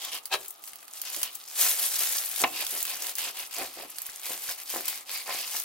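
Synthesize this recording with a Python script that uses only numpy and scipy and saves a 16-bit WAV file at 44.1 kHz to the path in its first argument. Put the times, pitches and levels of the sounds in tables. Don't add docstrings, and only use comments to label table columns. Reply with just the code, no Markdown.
import sys
import numpy as np
from scipy import signal
from scipy.fft import rfft, irfft
from scipy.io import wavfile

SR = 44100
rng = np.random.default_rng(int(sys.argv[2]) if len(sys.argv) > 2 else 0)


def wav_record(signal):
    frames = np.transpose(np.atleast_2d(signal))
    bounded = np.clip(frames, -1, 1)
    quanta = np.round(bounded * 32767).astype(np.int16)
    wavfile.write(sys.argv[1], SR, quanta)


N = 248724
TIME = np.arange(N) / SR
LEFT, RIGHT = np.array([[1], [0]]), np.array([[0], [1]])

# top_speed_s, rise_s, fall_s, tearing_db, crinkle_db, gap_hz, overtone_re_gap_db
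STROKES = [(.054, 0.1, 0.081, -42, -46, 3340, 5.5), (.138, 0.026, 0.062, -36, -41.5, 3000, -8),
           (1.09, 0.083, .07, -46.5, -46, 3020, 9.5), (1.18, .07, 0.093, -50.5, -39, 3150, -18),
           (1.255, 0.047, .055, -38.5, -51, 2900, -36), (1.32, 0.041, 0.14, -61, -48, 2760, -27),
           (2.605, 0.099, 0.042, -34.5, -39, 2580, -13), (2.778, .17, 0.091, -46, -37, 2830, -20),
           (2.91, .07, .075, -38, -38, 2580, -22), (3.065, 0.11, 0.084, -41.5, -38, 2630, -13),
           (3.23, 0.08, .1, -37, -37.5, 2820, -10), (3.395, 0.076, 0.092, -40, -43, 2800, -17),
           (3.581, 0.089, .14, -41, -41, 2500, -9), (3.795, 0.11, 0.075, -47, -47.5, 2480, -3),
           (4.037, 0.25, 0.38, -52, -49.5, 2400, -37), (4.295, 0.086, 0.12, -45.5, -41.5, 2260, -29),
           (4.501, 0.13, 0.065, -46, -38.5, 2320, -8), (4.608, 0.058, 0.044, -48, -46, 2340, -25),
           (4.742, 0.098, .1, -47, -37.5, 2400, -21), (4.89, 0.082, 0.16, -42, -39.5, 2280, -29),
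           (5.152, 0.096, 0.11, -40, -40.5, 2370, -2.5), (5.325, 0.077, 0.091, -38, -39.5, 2400, -3),
           (5.42, 0.05, 0.079, -42, -42.5, 2880, 4.5), (5.545, 0.09, 0.11, -46, -37, 2860, 1)]


def amp(db):
    return 10 ** (np.asarray(db) / 20)


def panned(left_over_right_db):
    return amp(np.array([[left_over_right_db], [-left_over_right_db]]) / 2)


def read(points, hz):
    f, value = np.transpose(points)
    return np.interp(np.log(hz + 1), np.log(f + 1), value)


def level(curve):
    return np.nan_to_num(amp(np.interp(TIME, *np.transpose(curve), left=np.nan, right=np.nan)))


def add(mix, s, sound):
    part = mix[:, max(round(s * SR), 0):][:, :sound.shape[1]]
    part += sound[:, :part.shape[1]]


def add_sides(mix, left_s, right_s, sound):
    add(mix, left_s, sound * LEFT)
    add(mix, right_s, sound * RIGHT)


def convolve(x, response):
    return signal.oaconvolve(x, np.atleast_2d(response), axes=1)[:, :x.shape[1]]


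def colour(x, spectrum):
    log_gain = np.log(amp(read(spectrum, abs(np.fft.fftfreq(4096, 1 / SR)))))
    response = np.fft.ifft(np.exp(np.conj(signal.hilbert(log_gain)))).real
    return convolve(x, response[:2048])


def evened(x, band_hz):
    band_pass = signal.butter(4, band_hz, "band", fs=SR, output="sos")
    return x / np.std(signal.sosfilt(band_pass, x.mean(0)))


def resonate(x, hz, width_hz):
    turn = np.exp(2j * np.pi * np.cumsum(hz) / SR)
    r = np.exp(-np.pi * width_hz / SR)
    return 2 * (turn * signal.lfilter([1 - r], [1, -r], x / turn + 1e-18)).real


def swell(s, rise_s, fall_s):
    u = (TIME - s) / np.where(TIME < s, rise_s, fall_s)
    return np.cos(np.pi / 2 * np.clip(u, -1, 1))


def uneven(depth_db, step_s):
    draws = rng.standard_normal(4096)
    wander = np.interp(TIME / step_s, np.arange(len(draws)), np.clip(draws, -2, 2))
    gain = amp(depth_db * wander)
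    return gain / np.sqrt(np.mean(gain ** 2))


def crackle(count, spread_db, top_hz, ring_s, lead_s, scatter_s):
    when, pitch, size, phase, place = rng.random((count, 5)).T[:, :, None]
    steps = np.arange(48)
    height = amp(-spread_db * np.log(np.maximum(size, .01)))
    lag = lead_s + scatter_s * (2 * place - 1)
    at = ((when * N).astype(int) + steps).ravel()
    out = []
    for side in (-.5, .5):
        t = np.maximum((steps - 4) / SR - side * lag, 0)
        envelope = height * t / ring_s * np.exp(-t / ring_s)
        grains = envelope * np.cos(2 * np.pi * (top_hz * pitch * t + phase))
        out.append(np.bincount(at, grains.ravel(), N)[:N])
    return np.array(out)


def sawing():
    return sum(amp([[tear_db], [crinkle_db]]) * swell(s, rise, fall)
               for s, rise, fall, tear_db, crinkle_db, *_ in STROKES)


def gap_shape():
    fall_octaves_per_s = 0.96
    weight, octave, upper_db = 0, 0, 0
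    for s, rise, fall, tear_db, _, hz, overtone_db in STROKES:
        share = amp(tear_db) * swell(s, rise, fall) + 1e-9
        weight = weight + share
        octave = octave + share * (np.log2(hz) - fall_octaves_per_s * np.clip(TIME - s, -rise, fall))
        upper_db = upper_db + share * overtone_db
    return 2 ** (octave / weight), upper_db / weight


def slicing(tearing, gain_db, gap_db, overtone, width_hz, upper_width_hz):
    # pitch_hz, relative level_db
    fibre_spectrum = [(100, -34), (300, -26), (600, -15.5), (1050, 1.5), (1500, -9.5), (2000, -1),
                      (2600, 0), (3500, 2), (4800, 2.5), (6500, -8), (10000, -6), (16000, -14)]
    grains = crackle(count=40000, spread_db=-0.5, top_hz=15800, ring_s=.00007,
                     lead_s=.00003, scatter_s=.00009)
    fibres = colour(grains, fibre_spectrum)
    hz, upper_db = gap_shape()
    hollow = resonate(fibres, hz, width_hz)
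    hollow = hollow + amp(upper_db) * resonate(fibres, overtone * hz, upper_width_hz)
    fizz = evened(fibres + amp(gap_db) * hollow, (2000, 5000))
    return amp(gain_db) * tearing * uneven(depth_db=2.45, step_s=0.0072) * fizz


def smacks(ring_s, rise_octaves, lead_s):
    # start_s, pitch_hz (one ring_s after the start), relative level_db
    pockets = [(0.7325, 2040, -46), (1.483, 2330, -44), (1.214, 2780, -41), (2.667, 3680, -27.5),
               (2.966, 1480, -39), (3.184, 2030, -30.5), (3.437, 2050, -38), (4.091, 1940, -34),
               (4.489, 1720, -31)]
    out, t = np.zeros((2, N)), np.arange(1024) / SR
    for s, hz, db in pockets:
        pitch_hz = hz * 2 ** (rise_octaves * (np.minimum(t / ring_s, 3) - 1))
        turns = np.cumsum(pitch_hz) / SR
        pop = amp(db) * np.exp(-t / ring_s) * np.sin(2 * np.pi * turns)
        add_sides(out, s, s + lead_s, pop)
    return out


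def board_ring():
    # pitch_hz, relative level_db, t60_s
    modes = [(334, -8.5, 0.18), (460, -7, 0.034), (509.7, 1.5, 0.075), (545, -5, 0.071), (709, -0.5, 0.065),
             (765.5, 2.5, 0.19), (1048, 3.5, 0.076), (1795, 9.5, 0.031), (2010, -10, 0.01),
             (2613.6, -14, 0.028), (2627, -6, 0.19), (2830, 4, 0.06), (3370, -19, .025), (3880, -20, .03)]
    t = np.arange(SR // 4) / SR
    return sum(amp(db - 60 * t / t60) * np.cos(2 * np.pi * hz * t) for hz, db, t60 in modes)


def on_board(x, ring_db):
    ring = board_ring()
    return x + amp(ring_db) * convolve(x, ring / abs(rfft(ring)).max())


def rubbing(tearing, gain_db, pan_db, split_hz):
    # pitch_hz, relative level_db
    rub_spectrum = [(40, -21.5), (130, -19), (220, -10), (340, -1), (520, -2.5), (750, 2), (1100, -4),
                    (1450, -4.5), (2300, -4.5), (3500, -23), (8000, -67)]
    # peak_s, length_s, relative level_db, grating_re_thud_db
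    contacts = [(0.08, 0.025, -55, 18), (0.16, 0.069, -80, 15), (1.173, 0.027, -47.5, -18.5),
                (2.433, 0.076, -37, -6), (2.635, 0.041, -49.5, 10), (2.756, .08, -52.5, -17),
                (3.055, 0.16, -51.5, -1), (3.288, 0.052, -50.5, 12), (3.618, 0.11, -37.5, -2.5),
                (3.815, 0.13, -47.5, -7.5), (4.317, 0.11, -51, -8), (4.506, 0.017, -47, 9),
                (4.77, 0.1, -40, -1.5), (5.312, 0.11, -43, 10.5), (5.549, 0.019, -38.5, 8)]
    drag_db = -17
    slips = crackle(count=9000, spread_db=4.5, top_hz=2700, ring_s=0.000091,
                    lead_s=.00002, scatter_s=0.00018)
    wood = evened(colour(on_board(slips, ring_db=7.5), rub_spectrum), (200, 900))
    thud = signal.sosfiltfilt(signal.butter(3, split_hz, fs=SR, output="sos"), wood)
    grating = wood - thud
    out = amp(drag_db) * tearing * wood
    for s, length, db, bright_db in contacts:
        press = amp(db) * swell(s, length / 2, length / 2)
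        out = out + press * (amp(-bright_db / 2) * thud + amp(bright_db / 2) * grating)
    return amp(gain_db) * panned(pan_db) * out


def sweep():
    peak_s, width_s = 0.3388, 0.013
    return np.exp(-.5 * ((TIME - peak_s) / width_s) ** 2)


def scrape(gain_db, pan_db, direct_db):
    # pitch_hz, width_hz, relative level_db
    blade = [(770, 27, 6), (903, 23, 2), (1647, 37, 5.5), (2550, 70, 6), (2650, 42, -2), (3120, 38, 1),
             (3900, 33, 7.5), (4250, 38, -5)]
    # pitch_hz, relative level_db
    scrape_spectrum = [(40, -29), (150, -28), (280, -22), (400, -4), (600, -3.5), (850, -3.5), (1300, -3),
                       (1630, -6.5), (1950, -5), (2500, -5), (4100, -2), (6000, -8.5), (10000, -12),
                       (16000, -25)]
    slips = crackle(count=30000, spread_db=2, top_hz=17000, ring_s=.00007,
                    lead_s=.00002, scatter_s=.00008)
    steel = sum(amp(db) * resonate(slips, np.full(N, hz), width) for hz, width, db in blade)
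    wood = evened(colour(amp(direct_db) * slips + steel, scrape_spectrum), (200, 16000))
    return amp(gain_db) * panned(pan_db) * sweep() * wood


def knock(ring_db, crack_db, crack_s, lead_s, apart_db, pan_db):
    # start_s, relative level_db
    landings = [(2.4379, -4), (2.4391, 0.5), (2.4422, -2), (2.4451, -5), (2.4495, -21)]
    # pitch_hz, relative level_db
    crack_spectrum = [(40, -31), (150, -18), (240, -9), (340, -3.5), (700, -0.5), (1030, 6), (1450, -12),
                      (2200, 5.5), (3200, -3.5), (4500, -11), (8000, -22), (16000, -40)]
    out, ring = np.zeros((2, N)), board_ring()
    t = np.arange(len(ring)) / SR
    ring = signal.sosfilt(signal.butter(2, (200, 3800), "band", fs=SR, output="sos"), ring)
    ring = ring * (1 - np.exp(-t / crack_s))
    for s, db in landings:
        common, apart = rng.standard_normal((2, len(t)))
        noise = common + amp(apart_db) * apart * (LEFT - RIGHT)
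        crack = colour(noise * np.exp(-t / crack_s), crack_spectrum)
        crack = crack / np.linalg.norm(crack.mean(0))
        blow = amp(db) * (amp(ring_db) * ring + amp(crack_db) * crack)
        add_sides(out, s, s + lead_s, blow)
    return out * panned(pan_db)


def hand_movement(flexing):
    # peak_s, length_s, relative level_db
    fidgets = [(0.427, .17, -50.5), (0.683, 0.062, -47), (0.975, 0.12, -47), (1.53, 0.18, -44.5)]
    # time_s, relative level_db
    regrip = [(1.55, -46.5), (1.6, -25.5), (1.73, -31), (1.76, -36.5), (1.83, -30), (1.9, -35), (2.0, -32),
              (2.18, -32.5), (2.235, -38.5), (2.35, -37), (2.42, -32), (2.455, -47), (2.54, -43)]
    resting_db, jolt_db = -58, -39
    settling = sum(amp(db) * swell(s, length / 2, length / 2) for s, length, db in fidgets)
    jolt = amp(jolt_db) * sweep()
    power = amp(resting_db) ** 2 + flexing ** 2 + settling ** 2 + jolt ** 2 + level(regrip) ** 2
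    return np.sqrt(power)


def glove(movement, rustle_db, pocket_hz, pocket_db):
    # pitch_hz, relative level_db
    film_spectrum = [(50, -39), (130, -35), (260, -24), (400, -16), (700, -8.5), (1100, -10), (1700, -6),
                     (3000, -3.5), (7000, -0.5), (10500, 1.5), (13500, 2), (16000, -4)]
    sparse = crackle(count=7000, spread_db=3.5, top_hz=16700, ring_s=.00006,
                     lead_s=.000035, scatter_s=.00004)
    dense = crackle(count=32000, spread_db=1.5, top_hz=18250, ring_s=.00006,
                    lead_s=.000035, scatter_s=.00005)
    sparse = sparse * uneven(depth_db=4.0, step_s=.006)
    merged = movement / (movement + amp(rustle_db))
    creases = np.sqrt(1 - merged) * sparse / sparse.std() + np.sqrt(merged) * dense / dense.std()
    octaves = np.interp(TIME, np.linspace(0, N / SR, num=110), rng.uniform(-1, 1, size=110))
    creases = creases + amp(pocket_db) * resonate(creases, pocket_hz * 2 ** octaves, width_hz=670)
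    crinkle = evened(colour(creases, film_spectrum), (8000, 16000))
    return movement * uneven(depth_db=1.5, step_s=.018) * crinkle


def stray_snaps(movement, count, over_db, spread_db, ceiling_db, body_db, width_db):
    when, size, body, place = rng.random((count, 4)).T
    s = (np.arange(count) + when) / count * TIME[-1]
    movement_db = 20 * np.log10(np.interp(s, TIME, movement))
    db = np.minimum(movement_db + over_db, ceiling_db) - spread_db * size
    return list(zip(s, db, body_db + 10 * (2 * body - 1), width_db * (2 * place - 1)))


def snaps(rows, ring_s, flutter_db, flutter_s, lead_s, gain_db, body_db):
    out, t = np.zeros((2, N)), np.arange(1024) / SR
    hz = np.fft.rfftfreq(len(t), 1 / SR)
    for s, db, body, pan_db in rows:
        flip, left, right = rng.standard_normal((3, len(t)))
        tick = flip * np.exp(-t / ring_s)
        late = irfft(rfft(tick) * np.exp(-2j * np.pi * hz * lead_s))
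        flutter = np.array([left, right]) * np.exp(-t / flutter_s)
        snap = np.array([tick, late]) + amp(flutter_db) * flutter
        low_db = body + body_db
        snap = colour(snap, [(150, low_db - 20.0), (800, low_db - 12.0), (2500, low_db),
                             (7000, 1.5), (12000, 5.5)])
        snap = snap / snap[:, t < .003].std()
        add(out, s, amp(db + gain_db) * panned(pan_db) * snap)
    return out


def near_echoes(x):
    # left_delay_s, right_delay_s, level_re_direct_db
    reflections = [(.0019, 0.00064, 0), (.0046, .0048, -9), (.0079, .0083, -14)]
    out = x.copy()
    for left_s, right_s, db in reflections:
        add_sides(out, left_s, right_s, amp(db) * x)
    return out


def kitchen(x, onset_s, mono_hz):
    # pitch_hz, t60_s
    decay_times = [(100, 0.5), (350, 0.36), (1000, 0.19), (3000, 0.16), (8000, 0.081), (16000, 0.17)]
    turns_per_s = 5
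    wet = np.zeros((2, N))
    for path in range(4):
        hz, t, z = signal.stft(rng.standard_normal((2, SR // 2)), SR, nperseg=256)
        same = 1 / (1 + (hz[:, None] / mono_hz) ** 2)
        z = np.array([z[0], same * z[0] + np.sqrt(1 - same ** 2) * z[1]])
        decay = amp(-60 * t / read(decay_times, hz)[:, None])
        tail = signal.istft(z * decay * (1 - np.exp(-t / onset_s)), SR, nperseg=256)[1]
        share = np.maximum(np.cos(2 * np.pi * (turns_per_s * TIME - path / 4)), 0)
        wet += convolve(x * share, tail / np.linalg.norm(tail[0]))
    return wet


def hush(db, likeness):
    # pitch_hz, relative level_db
    air_spectrum = [(25, -13), (60, -9), (150, -7), (330, 7), (550, 5), (780, 16), (1000, 8), (1230, 16.5),
                    (1600, 1), (4000, 5), (16000, -36)]
    common, left, right = rng.standard_normal((3, N))
    share = np.clip(likeness, 0, 1)
    air = colour(np.sqrt(share) * common + np.sqrt(1 - share) * np.array([left, right]), air_spectrum)
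    return amp(db) * air / air.std()


def scene():
    # start_s, relative level_db, relative 1-4 kHz body_db, left_over_right_db
    placed_snaps = [(0.0488, -21, -22, 6), (0.2559, -18.5, -16, 0.5), (0.4817, -23, -42, 3),
                    (0.506, -22.5, -34, 3), (0.639, -26, -15.5, -4), (0.733, -29, -6, 1.5),
                    (0.7572, -28.5, -18, -6), (0.8288, -34, -7, 3.5), (0.8809, -32.5, -9, -4),
                    (1.016, -15.5, -22.5, 0.5), (1.052, -27, -9, 5), (1.2309, -9, -14, -1),
                    (1.3528, -23, -27, 8), (1.5693, -33, -19, 1.0), (2.2584, -17.5, -33, 9),
                    (2.4024, -19.5, -11, -7), (2.649, -20.5, -20, -0.5), (2.6665, -17.5, -12, -3),
                    (2.828, -12, -41, -4), (2.8523, -16.5, -10.5, -3), (3.1535, -19, -31, 0.0),
                    (3.1833, -16, -22, -1.0), (3.5102, -30.5, -3, 7), (3.9845, -20.5, -15, -5),
                    (4.0183, -20.5, -21, -5), (4.0654, -21, -13.5, 1), (4.2327, -29, -7, -5),
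                    (4.2659, -24, -14, -6), (4.8555, -19, -21, 4), (4.8802, -13, -21, 3.5),
                    (4.8836, -15.5, -15, -2), (5.5993, -16, -22, 5)]
    tearing, flexing = sawing()
    knife = slicing(tearing, gain_db=-3, gap_db=6.5, overtone=1.98, width_hz=510, upper_width_hz=1200)
    knife = knife + near_echoes(smacks(ring_s=.0015, rise_octaves=.08, lead_s=.00004))
    knife = knife + rubbing(tearing, gain_db=-1.5, pan_db=0.8, split_hz=650)
    knife = knife + scrape(gain_db=-24.5, pan_db=1.5, direct_db=-5)
    knife = knife + knock(ring_db=-31.0, crack_db=4.5, crack_s=0.00094, lead_s=.00005,
                          apart_db=-11, pan_db=0.5)

    movement = hand_movement(flexing)
    crinkle = glove(movement, rustle_db=-40.5, pocket_hz=6930, pocket_db=-4.0)
    flips = list(placed_snaps) + stray_snaps(movement, count=90, over_db=18.5, spread_db=5.5,
                                             ceiling_db=-17, body_db=-17.5, width_db=11.5)
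    ticks = snaps(flips, ring_s=0.00042, flutter_db=-7, flutter_s=0.0021, lead_s=.000025,
                  gain_db=-10.5, body_db=14.5)
    plastic = amp(-0.5) * panned(0.9) * crinkle + near_echoes(ticks)

    wet = kitchen(amp(-6.5) * plastic + amp(-9.5) * knife, onset_s=0.00041, mono_hz=450)
    return knife + plastic + wet + hush(db=-57.5, likeness=0.06)


def record(dry):
    edge_hz = 16000
    low_pass = signal.firwin(511, edge_hz, window=("kaiser", 9), fs=SR)
    return signal.oaconvolve(dry, low_pass[None], "same")


dry = scene()
out = record(dry)
wav_record(out)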